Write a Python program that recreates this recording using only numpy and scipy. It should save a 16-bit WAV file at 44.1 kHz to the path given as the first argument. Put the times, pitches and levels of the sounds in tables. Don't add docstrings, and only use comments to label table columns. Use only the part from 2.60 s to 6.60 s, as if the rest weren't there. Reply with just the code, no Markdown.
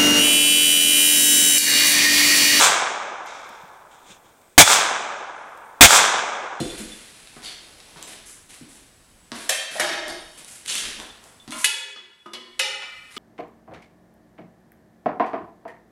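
import sys
import numpy as np
from scipy import signal
from scipy.fft import rfft, irfft
from scipy.io import wavfile
from scipy.ndimage import uniform_filter1d

SR = 44100
rng = np.random.default_rng(int(sys.argv[2]) if len(sys.argv) > 2 else 0)


def waveform_to_disk(signal):
    frames = np.transpose(np.atleast_2d(signal))
    scaled = np.clip(frames, -1, 1) * 32767
    samples = np.round(scaled).astype(np.int16)
    wavfile.write(sys.argv[1], SR, samples)


def field_ratio(decibels):
    return 10 ** (np.asarray(decibels, dtype=float) / 20)


N = 176400
ECHO_N = 2 * SR


def even(x):
    return x / np.sqrt(np.mean(x ** 2) + 1e-20)


def smooth_noise(shape, size):
    return even(uniform_filter1d(rng.standard_normal(shape), size=size))


def read(points, hz):
    f, value = np.transpose(points)
    return np.interp(np.log(hz + 1), np.log(f + 1), value)


def colour(x, points, tilt_db=0.):
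    hz = np.fft.rfftfreq(len(x), 1 / SR)
    gain_db = read(points, hz) + tilt_db * np.log2(hz / 2000 + .01)
    return irfft(rfft(x) * field_ratio(gain_db), len(x))


def causal(x, points):
    log_gain = np.log(field_ratio(read(points, abs(np.fft.fftfreq(4096, 1 / SR)))))
    taps = np.fft.ifft(np.exp(np.conj(signal.hilbert(log_gain)))).real[:2048]
    return signal.oaconvolve(x, taps)[:len(x)]


def add(mix, s, sound):
    at = round(s * SR)
    sound = sound[max(-at, 0):]
    part = mix[max(at, 0):][:len(sound)]
    part += sound[:len(part)]


# [f/Hz, level/dB per Hz]
HISS_TONE = [(30, -11.5), (150, -10.5), (500, -7.5), (900, -16), (2000, -14), (4000, -18.5), (8000, -19),
             (16000, -18.5)]


def hiss():
    return field_ratio(-56.5) * even(colour(rng.standard_normal(N), HISS_TONE))


# [f/Hz, level/dB per Hz]
BLAST_TONE = [(18, -26.5), (30, -3.5), (436, -12.5), (777, -1.5), (1060, -8.5), (2220, 0.5), (5560, -4),
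              (6510, -2.5), (15900, -14)]
# [f/Hz, level/dB, t60/s]
BARREL_MODES = [(288.4, 1.5, 0.062), (712.6, -1, 0.099), (871, -5.5, 0.12), (1166, -4, 0.12),
                (1925, -10, 0.23), (2500, -5.5, 0.076), (3432, -9.5, 0.05), (9400, -9, .09)]
# [f/Hz, level/dB, t60/s]
MAIN_MODE = (3424, -5, .24)


def blast(hold, ring_hz):
    roar_db, sag_db, roar_t60 = 12, -12, 0.072
    linger_db, linger_t60 = -29, 0.24
    push_db, push_s = -0.5, 0.0029
    t = np.arange(SR // 2) / SR

    after = np.maximum(t - hold, 0)
    sag = field_ratio(sag_db * np.minimum(t / hold, 1))
    collapse = field_ratio(-60 * after / roar_t60) + field_ratio(linger_db - 60 * after / linger_t60)
    roar = even(colour(rng.standard_normal(len(t)), BLAST_TONE)) * sag * collapse * field_ratio(roar_db)

    push = -field_ratio(push_db) * (1 - t / push_s) * np.exp(-t / push_s)

    ring = np.zeros(len(t))
    for hz, db, t60 in BARREL_MODES + [MAIN_MODE, (ring_hz, -3, .17)]:
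        ring += field_ratio(db - 60 * t / t60) * np.sin(2 * np.pi * (hz * t + rng.random()))
    return (roar + push + ring) * np.minimum(t / .0008, 1) ** 2


# [delay/s, level/dB]
TRUNK_CLAPS = [(.0870, -11), (.0977, -4), (.0992, -3), (.1081, -13), (.1225, -2), (.1350, -7), (.1522, -4),
               (.1610, -10), (.1713, -7), (.1830, -9), (.1925, -7), (.1990, -11), (.2055, -12),
               (.2130, -12), (.2235, -11), (.2326, -7), (.2428, -10), (.2532, -13), (.2660, -14),
               (.2905, -14), (.3100, -15), (.3323, -14), (.3508, -14), (.3753, -14), (.3839, -14),
               (.545, -24)]
# [f/Hz, level/dB]
BARK_TONE = [(200, -30), (600, -9), (1000, -2), (1700, 1), (2600, -9), (3400, -3), (4600, -20),
             (16000, -60)]


def trunks():
    taps = np.zeros(ECHO_N)
    delay, db = np.transpose(TRUNK_CLAPS)
    taps[np.round(delay * SR).astype(int)] = field_ratio(db)
    claps = causal(taps, BARK_TONE)
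    return claps / abs(claps).max()


def scatter(grain_db):
    size = field_ratio(grain_db * np.minimum(smooth_noise(ECHO_N, 110), 2.5))
    reflections = even(size * rng.standard_normal(ECHO_N))
    return signal.stft(reflections, SR, nperseg=512, noverlap=384)


# [f/Hz, level/dB per Hz]
WOOD_TONE = [(40, -41), (300, -18), (800, -5), (1600, -6), (3000, -5.5), (7400, -5), (11000, -15),
             (16000, -21.5)]
# [f/Hz, loss/dB after 1 s]
WOOD_FADE = [(60, 45), (300, 28.5), (900, 25), (1700, 31), (3400, 48.5), (4500, 61.5), (6200, 56),
             (12000, 105.5)]
# [f/Hz, share 0-1]
LIKENESS = [(1500, .95), (3000, .35), (5000, 0)]
# [f/Hz, level/dB]
BRUSH_BASS = [(2000, -6), (5000, 0)]


def forest(trees):
    edge_s, full_s, before_db = 0.037, 0.16, -10
    wood_db, fade_bend = -10.5, 0.76
    hz, t, leaves = scatter(0)
    wood, fade, same, brush = [read(points, hz)[:, None]
                               for points in (WOOD_TONE, WOOD_FADE, LIKENESS, BRUSH_BASS)]

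    reach = np.clip((t - edge_s) / (full_s - edge_s), 0, 1)
    db = wood - fade * np.maximum(t - full_s, 0) ** fade_bend
    db = db + (before_db + brush) * (1 - np.sin(np.pi / 2 * reach))

    flat = np.sqrt(np.mean(field_ratio(wood) ** 2))
    echo = same * trees + np.sqrt(1 - same ** 2) * leaves
    echo = echo * field_ratio(db + wood_db) / flat
    return signal.istft(echo, SR, nperseg=512, noverlap=384)[1][:ECHO_N]


# [t/s, level/dB of the echo, overload hold/s, second ring f/Hz]
RIFLE_SHOTS = [
    (-.1110, 0, 0.036, 6500),
    (1.9788, -1, 0.038, 6500),
    (3.2087, 1.5, 0.046, 5920),
]


def shots(mix):
    trees, claps = scatter(2)[2], trunks()
    for s, db, hold, ring_hz in RIFLE_SHOTS:
        add(mix, s, field_ratio(db) * (forest(trees) + claps))
        add(mix, s, blast(hold, ring_hz))


# [f/Hz, level/dB per Hz]
SNAP_TONE = [(3000, -20), (7000, -16), (16000, -19.5)]
# [t/s, peak level/dB, f/Hz]
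CASE_TICKS = [
    (.434, -44, 6000),
    (.660, -34, 6900),
    (.891, -33, 6900),
    (.9245, -50, 7060),
    (1.003, -49, 6500),
    (1.026, -45, 7250),
    (1.079, -48.5, 7540),
    (1.431, -50.5, 8200),
    (1.8153, -43, 7020),
    (2.975, -37, 11500),
]


def tick(s, db, hz):
    t = np.arange(0, .014, 1 / SR)
    snap = even(colour(rng.standard_normal(len(t)), SNAP_TONE)) * field_ratio(-60 * t / .016)
    ring = np.sin(2 * np.pi * hz * t) * field_ratio(-8 - 60 * t / .02)
    return s, field_ratio(db - 6.5) * (snap + ring)


# [f/Hz, level/dB per Hz]
DRAG_TONE = [(1200, -25), (2200, 5), (2900, -4.5), (3600, 0.5), (4400, -7), (5300, -3.5), (6800, -7),
             (10000, -25)]


def slide():
    return rub(start=.657, length=.62, db=-40, tilt_db=0, rise=.015, fade_db=-24.5, tone=DRAG_TONE)


# [t/s, level/dB, f/Hz]
FINGER_THUMPS = [
    (.90, -45, 233),
    (1.034, -41, 169),
    (1.50, -43, 195),
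]


def thump(s, db, hz):
    t = np.arange(4000) / SR
    return s, field_ratio(db - 60 * t / 0.044) * np.sin(2 * np.pi * hz * t) * np.minimum(t / 0.0043, 1)


# [f/Hz, level/dB per Hz]
CLOTH_TONE = [(100, -12), (400, 0), (1000, -10.5), (3500, 5.5), (4500, -5), (6700, 1), (9000, -6),
              (16000, -24)]
# [t/s, length/s, level/dB, brightness/dB per octave, share of rise]
CLOTH_RUBS = [
    (1.297, .2, -54, -1, .08),
    (1.39, .2, -45, -1, .6),
    (1.60, .14, -57, -3, .4),
]


def rub(start, length, db, tilt_db, rise, fade_db=-10, tone=CLOTH_TONE):
    t = np.arange(0, 1, 1 / (length * SR))
    clumps = field_ratio(1.3 * smooth_noise(SR, 400)[:len(t)])
    grit = rng.standard_normal(len(t)) * clumps
    fade = field_ratio(fade_db * np.maximum(t - rise, 0) / (1 - rise))
    stroke = np.minimum(t / rise, 1) ** 2 * fade * np.minimum((1 - t) / .1, 1)
    return start, field_ratio(db) * stroke * even(colour(grit, tone, tilt_db))


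# [t/s, length/s, level/dB, f/Hz, arch/Hz]
INSECT_CHIRPS = [
    (1.76, .2, -66, 7900, 213),
    (3.024, .12, -64, 8030, 1210),
    (3.15, 0.034, -74, 8860, 200),
]


def chirp(s, length, db, hz, arch_hz):
    t = np.arange(0, 1, 1 / (length * SR))
    fuzz = smooth_noise(SR, 60)[:len(t)]
    pitch = hz + arch_hz * np.sin(np.pi * t * .8)
    whistle = np.sin(2 * np.pi * np.cumsum(pitch) / SR)
    return s, field_ratio(db) * np.sqrt(np.sin(np.pi * t)) * fuzz * whistle


def scene():
    mix = hiss()
    shots(mix)
    add(mix, *slide())
    for source, rows in ((tick, CASE_TICKS), (thump, FINGER_THUMPS), (rub, CLOTH_RUBS), (chirp, INSECT_CHIRPS)):
        for row in rows:
            add(mix, *source(*row))
    return np.array([mix, mix])


def masked(x):
    from_hz, under_db, slope_db = 9000, -41, 12
    stops_db, ragged_db = -46, 2.5
    hz, t, z = signal.stft(x, SR, nperseg=2048, noverlap=1536)
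    bands = (abs(z[:1024]) ** 2).reshape(32, 32, -1).sum(axis=1)
    db = 10 * np.log10(uniform_filter1d(bands, size=3, axis=1) + 1e-20)
    centre, top_db = hz[16:1024:32, None], db.max(axis=0)

    ragged = ragged_db * even(uniform_filter1d(rng.standard_normal(db.shape), size=4, axis=1))
    limit_db = top_db + ragged / 2 + under_db + slope_db * np.log2(centre / from_hz)
    drop = (centre > from_hz) & (db < limit_db) & (top_db > stops_db + ragged)
    keep = np.vstack([np.repeat(~drop, 32, axis=0), ~drop[-1:]])
    return signal.istft(z * keep, SR, nperseg=2048, noverlap=1536)[1][:N]


def roll_off(x):
    return signal.sosfilt(signal.butter(12, 16030, fs=SR, output="sos"), x)


# [f/Hz, level/dB]
MIC_PORT = [(1650, 2), (1850, -4), (2300, 1), (2900, -5), (3500, 1), (4300, -5), (8800, 1), (9500, -5)]


def record(dry):
    clipped = np.clip(causal(dry[0], MIC_PORT), -1, 1)
    mono = masked(clipped)
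    return roll_off(np.array([mono, mono]))


dry = scene()
out = record(dry)
waveform_to_disk(out)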